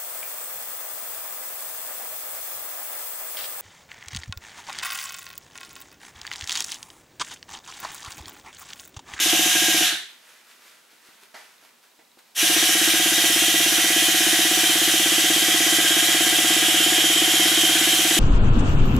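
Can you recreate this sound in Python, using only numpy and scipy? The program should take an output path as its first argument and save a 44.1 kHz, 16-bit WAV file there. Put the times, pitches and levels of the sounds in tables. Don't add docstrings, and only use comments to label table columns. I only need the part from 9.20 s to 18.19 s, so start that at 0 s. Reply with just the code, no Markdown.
import sys
import numpy as np
from scipy import signal
from scipy.fft import rfft, irfft, next_fast_len
from scipy.io import wavfile
from scipy.ndimage import uniform_filter1d

SR = 44100
rng = np.random.default_rng(int(sys.argv[2]) if len(sys.argv) > 2 else 0)


def transcribe(u):
    v = np.clip(np.atleast_2d(u).T, -1, 1)
    q = np.round(v * 32767).astype(np.int16)
    wavfile.write(sys.argv[1], SR, q)


N = 396459
T = np.arange(N) / SR

# time_s, pop_level_db
FIRST_TRY_POPS = [(0, -33), (.0581, -18.5), (.1291, -15), (.1915, -17.5), (.2583, -19.5), (.3521, -18.5),
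                  (.4191, -20), (.4819, -17), (.5437, -17.5), (.6074, -17.5), (.724, -29)]
# time_s, speed_turns_per_s
CRANK_SPEED = [(3.2283, 14.305), (3.4, 15.844), (3.9, 16.572), (4.8, 16.642), (5.0, 16.223), (5.4, 16.437),
               (6.6, 16.563), (7.4, 16.814), (9, 16.855)]
OFF_S, STOP_S, ON_S = 0.6, 0.9, 3.146
REST_TURNS = 0.8
# time_s, grip_0_to_1
HAND_SLIDE = [(0, .35), (3.2, .07), (3.45, .4), (4.8, .35), (5.6, .5), (7.86, 1), (8.99, .7)]
# frequency_hz, level_db_per_hz
FIRST_TRY_COLOUR = [(30, -36), (80, -38), (130, -28), (320, -18), (500, -24), (900, -17.5), (1350, -14.5),
                    (1620, -8.5), (2180, -7.5), (3040, -1), (4350, -9), (6600, -5), (8580, -11),
                    (11400, -10), (14000, -14), (15600, -22)]
# frequency_hz, level_db_per_hz
LOW_GRIP_COLOUR = [(30, -34), (80, -40), (130, -32), (320, -19), (550, -21), (900, -17.5), (1210, -13.5),
                   (1950, -3.5), (2130, -6.5), (2630, -4), (3040, -0.5), (4840, -8), (6000, -4),
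                   (7180, -6.5), (12400, -7.5), (15600, -15)]
HIGH_GRIP_COLOUR = [(30, -35), (80, -38), (130, -27), (320, -15), (550, -18.5), (900, -18), (1430, -10),
                    (1600, -7.5), (2800, -7), (3190, -1.5), (4350, -11), (6930, -8), (8280, -10.5),
                    (10900, -8.5), (13700, -15.5), (15600, -25)]
# frequency_hz, width_hz, low_grip_db, high_grip_db
FIXED_RESONANCES = [(735, 30, 13, 12), (1633, 72, 6, -1), (2410, 120, -4, -9), (2782, 25, -8, -1),
                    (2953, 34, -12, 6), (3050, 26, -5, 9), (3143, 18, 5, 13), (3271, 18, 2, 11),
                    (3540, 33, 4, -4), (3790, 80, 4, 0), (5115, 13, -11, 0), (5580, 190, -7, -3),
                    (6060, 120, 2.5, -3), (6880, 95, -3, 4), (7690, 46, -5, 12), (9700, 390, 1.5, -13)]
# times_per_turn, depth_db, lag_turns, deepest_at_hz
ANGLE_BEATS = [(1, 2, .15, 1800), (1, 1.3, 0.58, 3200), (1, 0.7, 0.6, 12000), (4, -0.5, .1, 3100),
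               (8, 0.9, .2, 3100), (12, 1, 0.29, 1700)]
# teeth_per_turn, level_db (re rattle)
MESH_TONES = [(118.3, -18.5), (96.3, -27.5), (128.5, -30), (189, -23), (302, -31), (402.6, -28)]
# times_per_turn, width_hz, base_db (times 1.5 - grip), added_db (times grip)
HOWL_BANDS = [(187.4, 125, -11, -10.5), (367, 170, -10, -31)]
# first_try_db, second_try_db
GEAR_DB = (-17.8, -17)
ENGAGE_S, ENGAGE_BEND = 0.045, 1.35
RUNDOWN_S, RUNDOWN_BEND = 0.105, 2.6
# frequency_hz, level_db_per_hz
FREEWHEEL_COLOUR = [(240, -46), (400, -12), (502, -31), (701, -13), (1120, -19), (1610, -1.5), (2620, -10),
                    (3660, 0), (5110, -15), (10900, -16), (15000, -28)]
COAST_DB, COAST_PEAK_S = -22.5, 0.655
COAST_RISE_S, COAST_FALL_S, COAST_BEND = 0.04, 0.125, 1.8
# frequency_hz, level_db, t60_s, rise_s
PIPE_MODES = [(136, -22, 0.28, 0.0017), (205, -15, 0.15, 0.0016), (279, -13, 0.031, 0.0012),
              (320, -12, 0.16, 0.0023), (322, 4, 0.066, .0028), (438.4, -7, 0.04, 0.0021),
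              (549.3, -18.5, 0.18, 0.0028), (595, -11.5, 0.058, 0.0014), (638, -17.5, 0.2, 0.0014),
              (685, -16, 0.18, 0.0014), (701, -9, 0.13, 0.003), (673, -15, 0.057, .0008),
              (735.6, -8.5, 0.28, 0.0067), (758, -25, 0.52, 0.006), (797, -20.5, 0.24, 0.0057),
              (838, -25, 0.18, 0.0011), (1100, -25, 0.03, 0.00039)]
POP_DB, POP_GROWTH_DB_PER_S = -18.5, 0.3
# frequency_hz, level_db_per_hz
TOWEL_COLOUR = [(88, -64), (150, -61), (230, -38), (269, -10), (620, -4), (710, -8), (1490, 3),
                (14400, -10), (15600, -16.5)]
# peak_s, level_db, rise_s, fall_s (each over 10 dB)
TOWEL_CRUMPLES = [(.89, -52, .03, .2), (1.1, -50, .15, .2), (1.31, -50, .1, .1), (1.47, -49, .1, .16),
                  (1.72, -54, .07, .1), (1.86, -52, .08, .3), (2.03, -50, .04, .05), (2.144, -47, .004, .2),
                  (2.45, -53, .07, .08), (2.64, -55, .02, .05), (2.99, -48, .004, .014),
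                  (3.09, -60, .1, .05)]
# start_s, level_db, thud_hz, t60_s, scuff_db
CHASSIS_NUDGES = [(1.73, -59, 300, .15, -70), (1.888, -49, 314, 0.068, -66), (2.03, -52, 403, .08, -58),
                  (2.142, -50, 865, 0.34, -40), (2.21, -62, 1500, .3, -65), (2.425, -61, 300, .3, -56),
                  (2.79, -55, 320, 0.17, -52.5), (2.972, -51, 340, .12, -60), (2.992, -68, 900, .06, -60),
                  (3.093, -66, 600, .06, -62)]
# factor on thud_hz, level_db, factor on t60_s
CHASSIS_MODES = [(1, 4.5, 0.39), (1.45, -3.5, 0.67), (2.3, -1.5, .45), (3.7, -5.5, .3), (6.1, -8.5, .2)]
# frequency_hz, level_db_per_hz
SCUFF_COLOUR = [(120, -49), (200, -22), (597, -5), (829, -2), (1090, -8), (1920, -2), (2760, -13),
                (5520, -15), (15600, -42)]
# frequency_hz, t60_s
ROOM_DECAY = [(150, 0.42), (700, 0.28), (3000, 0.47), (8000, 0.37), (15000, 0.14)]
# frequency_hz, level_db_per_hz
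FLOOR_COLOUR = [(15, -54), (25, -27), (75, -13.5), (234, -2), (764, -1.5), (922, 2), (1110, -2), (3950, -3),
                (12900, -8.5), (15600, -8)]
FLOOR_DB = -57.5
# frequency_hz, level_db
STEADY_TONES = [(240, -80.5), (7881, -81.5), (15735, -75)]
# one_tick_at_s, ticks_per_s, pitch_hz, level_db, t60_s
FAINT_TICK = (.982, 14.985, 3900, -53, .011)
# frequency_hz, left_minus_right_db
PORT_LEAN = [(60, -7), (125, 2.5), (300, 1.1), (700, -2.5), (1400, -.5), (3000, -2), (5000, 0.1),
             (9000, 1.2)]
# frequency_hz, side_gain_db
STEREO_WIDTH = [(60, -1.5), (125, -1.5), (300, -3.5), (700, 5.5), (1500, -5), (3000, -2), (6000, -2),
                (8500, -8), (11000, -36)]
# frequency_hz, gain_db
MIC_RESPONSE = [(25, 1), (70, -4), (110, -7), (140, 0.4), (13000, -1.05), (15000, -2.5), (15700, -8)]
BAND_LIMIT_HZ = 15790


def starter():
    turns = crank()
    grip = np.clip(curve(HAND_SLIDE, order=1), 0, 1)
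    since_off = np.maximum(T - OFF_S, 0)
    first_try = gain_of(GEAR_DB[0] - 10 * (since_off / RUNDOWN_S) ** RUNDOWN_BEND)
    engaging = np.clip((T - ON_S) / ENGAGE_S, 0, 1) ** ENGAGE_BEND
    second_try = gain_of(GEAR_DB[1]) * engaging
    gears = (first_try + second_try) * (rattle(turns, grip) + whine(turns) + howl(turns, grip))
    later_pop_db = POP_DB + POP_GROWTH_DB_PER_S * (T - ON_S)
    pop_db = np.where(T < ON_S, curve(FIRST_TRY_POPS, order=1), later_pop_db)
    return gears + freewheel(), exhaust(turns, pop_db)


def crank():
    opens = [time for time, db in FIRST_TRY_POPS]
    count = len(opens)
    again = CRANK_SPEED[0][0]
    rest = count - 1 + REST_TURNS
    times = opens + [STOP_S, ON_S, again]
    slow = np.interp(T, times, [*range(count), rest, rest, count])
    return slow + np.cumsum((T >= again) * curve(CRANK_SPEED, order=1)) / SR


def rattle(turns, grip):
    hz, t, z = signal.stft(grains(per_s=16000, spread_db=1.9), SR, nperseg=256, noverlap=192)
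    angle = np.interp(t, T, turns)
    beat_db = 0
    for times, depth_db, lag, centre_hz in ANGLE_BEATS:
        nearness = np.exp(-np.log((hz[:, None] + 1) / centre_hz) ** 2 / 0.21)
        beat_db = beat_db + depth_db * nearness * np.cos(2 * np.pi * times * (angle - lag))
    patches = uniform_filter1d(rng.standard_normal(z.shape), 3, 0)
    patches = evened(uniform_filter1d(patches, 60, 1))
    flutter = np.interp(t, T, drift(31)) * np.clip(hz[:, None] / 8000, 0, 1)
    shaped = z * gain_of(beat_db + 0.73 * patches + 0.45 * flutter)
    knocks = signal.istft(shaped, SR, nperseg=256, noverlap=192)[1][:N]

    size = next_fast_len(N)
    hz = np.fft.rfftfreq(size, 1 / SR)
    spectrum = rfft(knocks, size)

    def held(colour, column):
        response = 1.69
        for row in FIXED_RESONANCES:
            response = response + gain_of(row[column]) / (1 + 2j * (hz - row[0]) / row[1])
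        return evened(irfft(spectrum * response * gain_of(read(colour, hz)), size)[:N])

    low, high = held(LOW_GRIP_COLOUR, 2), held(HIGH_GRIP_COLOUR, 3)
    first = held(FIRST_TRY_COLOUR, 2)
    return np.where(T < STOP_S, first, (1 - grip) * low + grip * high)


def whine(turns):
    angle = turns + 0.0022 * np.sin(2 * np.pi * turns) + 0.0014 * drift(2.8)
    speed = uniform_filter1d(np.gradient(turns) * SR, 800)
    loaded = np.clip(speed / 16.3, 0, 1) ** 8
    tones = 0
    for teeth, db in MESH_TONES:
        level = gain_of(db + 2.5 * drift(14))
        tones = tones + level * np.sqrt(2) * np.sin(2 * np.pi * teeth * angle)
    return loaded * tones


def howl(turns, grip):
    speed = np.clip(uniform_filter1d(np.gradient(turns) * SR, 5000), 15.3, None)
    noise = rng.standard_normal(N)
    out = 0
    for times, width, base_db, added_db in HOWL_BANDS:
        level = gain_of((1.5 - grip) * base_db + grip * added_db)
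        out = out + level * evened(resonate(noise, times * speed, width))
    return out


def freewheel():
    level = gain_of(COAST_DB + swell(COAST_PEAK_S, COAST_RISE_S, COAST_FALL_S, COAST_BEND))
    return level * evened(coloured(rng.standard_normal(N), FREEWHEEL_COLOUR))


def exhaust(turns, level_db):
    new_turn = np.diff(np.floor(turns), prepend=np.floor(turns[0]) - 1)
    opens = new_turn * gain_of(level_db + 0.8 * drift(15))
    puff = signal.lfilter([1], [1, -np.exp(-1 / (0.03 * SR))], opens) * rng.standard_normal(N)
    t = T[:SR // 2]
    ring = 0
    for hz, db, t60, rise in PIPE_MODES:
        envelope = gain_of(db - 60 * t / t60) * (1 - np.exp(-t / rise))
        ring = ring + envelope * np.sin(2 * np.pi * hz * t)
    ring = signal.lfilter(*signal.butter(2, 125, "high", fs=SR), ring)
    return -signal.oaconvolve(opens + 0.0021 * puff, ring)[:N]


def hands():
    return paper_towel() + nudges()


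def paper_towel():
    paper = 0.32 * grains(per_s=660, spread_db=6.5) + rng.standard_normal(N)
    swells = [gain_of(db + swell(peak, rise, fall)) for peak, db, rise, fall in TOWEL_CRUMPLES]
    return np.max(swells, axis=0) * evened(coloured(paper, TOWEL_COLOUR))


def nudges():
    out = np.zeros(N)
    grit = grains(per_s=1500, spread_db=2.5) + rng.standard_normal(N)
    scuff = evened(coloured(grit, SCUFF_COLOUR))
    t = T[:SR // 3]
    onset = 1 - np.exp(-t / 0.00089)
    for start, db, hz, t60, scuff_db in CHASSIS_NUDGES:
        part = slice(round(start * SR), round(start * SR) + len(t))
        knock = 0
        for factor, mode_db, short in CHASSIS_MODES:
            decay = gain_of(db + mode_db - 60 * t / (t60 * short))
            knock = knock + decay * np.sin(2 * np.pi * hz * factor * t)
        scrape = gain_of(scuff_db - 60 * t / t60) * scuff[part]
        out[part] += (knock + scrape) * onset
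    return out


def room(x):
    taps = np.zeros((2, SR // 2))
    slots = np.arange(120, SR // 2 - 20, 20)
    at = slots + rng.integers(0, 20, (2, len(slots)))
    np.put_along_axis(taps, at, rng.choice([-1., 1.], at.shape), 1)
    hz, t, z = signal.stft(taps, SR, nperseg=256)
    decay = gain_of(-60 * t / read(ROOM_DECAY, hz)[:, None])
    tail = signal.istft(z * decay, SR, nperseg=256)[1]
    return signal.fftconvolve(x[None], tail / np.linalg.norm(tail[0]), axes=1)[:, :N]


def background():
    hiss = rng.standard_normal((2, N)) + 1.1 * rng.standard_normal(N)
    tones = 0
    for hz, db in STEADY_TONES:
        tones = tones + gain_of(db) * np.sqrt(2) * np.sin(2 * np.pi * hz * T)
    return gain_of(FLOOR_DB) * evened(coloured(hiss, FLOOR_COLOUR)) + tones + faint_tick()


def faint_tick():
    one_tick_at, per_s, hz, db, t60 = FAINT_TICK
    since = (T - one_tick_at) % (1 / per_s)
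    which = ((T - one_tick_at) // (1 / per_s)).astype(int)
    uneven_db = 3.0 * rng.standard_normal(200)[which]
    return gain_of(db + uneven_db - 60 * since / t60) * np.sin(2 * np.pi * hz * since)


def gain_of(db):
    return 10 ** (np.asarray(db) / 20)


def evened(x):
    return x / np.sqrt(np.mean(x ** 2) + 1e-20)


def read(points, hz):
    f, value = np.transpose(points)
    return np.interp(np.log(hz + 1), np.log(f + 1), value)


def coloured(x, points, scale=1):
    length = x.shape[-1]
    size = next_fast_len(length)
    gain = gain_of(scale * read(points, np.fft.rfftfreq(size, 1 / SR)))
    return irfft(rfft(x, size) * gain, size)[..., :length]


def curve(rows, order):
    table = np.array(rows)
    return np.interp(T, table[:, 0], table[:, order])


def swell(peak_s, rise_s, fall_s, bend=1):
    late = T - peak_s
    return -10 * np.where(late < 0, -late / rise_s, (np.maximum(late, 0) / fall_s) ** bend)


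def grains(per_s, spread_db):
    size = gain_of(spread_db * np.minimum(rng.exponential(1, N), 5))
    sign = rng.choice([-1, 1], N)
    return evened(size * sign * (rng.random(N) < per_s / SR))


def drift(corner_hz):
    size = next_fast_len(N)
    hz = np.fft.rfftfreq(size, 1 / SR)
    slow = rfft(rng.standard_normal(size)) / (1 + (hz / corner_hz) ** 4)
    return evened(irfft(slow, size)[:N])


def resonate(x, hz, width):
    turn = np.exp(2j * np.pi * np.cumsum(hz) / SR)
    r = np.exp(-np.pi * width / SR)
    return 2 * (turn * signal.lfilter([(1 - r) ** 2], [1, -2 * r, r ** 2], x / turn)).real


def scene():
    gears, pops = starter()
    near = hands()
    wet = room(gain_of(-13.5) * pops + gain_of(-6) * near)
    for k in range(3):
        sway = np.sqrt(2 / 3) * np.cos(np.pi * (0.6 * T + k / 3))
        wet += room(gain_of(-6) * gears * sway)
    return gain_of(-1.46) * (gears + pops + near) + wet + background()


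def record(dry):
    left = coloured(dry[0], PORT_LEAN, scale=1 / 2)
    right = coloured(dry[1], PORT_LEAN, scale=-1 / 2)
    mid = (left + right) / 2
    side = coloured((left - right) / 2, STEREO_WIDTH)
    pair = coloured(np.array([mid + side, mid - side]), MIC_RESPONSE)
    low_pass = signal.firwin(1023, BAND_LIMIT_HZ, window=("kaiser", 9), fs=SR)
    return signal.oaconvolve(pair, low_pass[None], "same")


dry = scene()
out = record(dry)
transcribe(out)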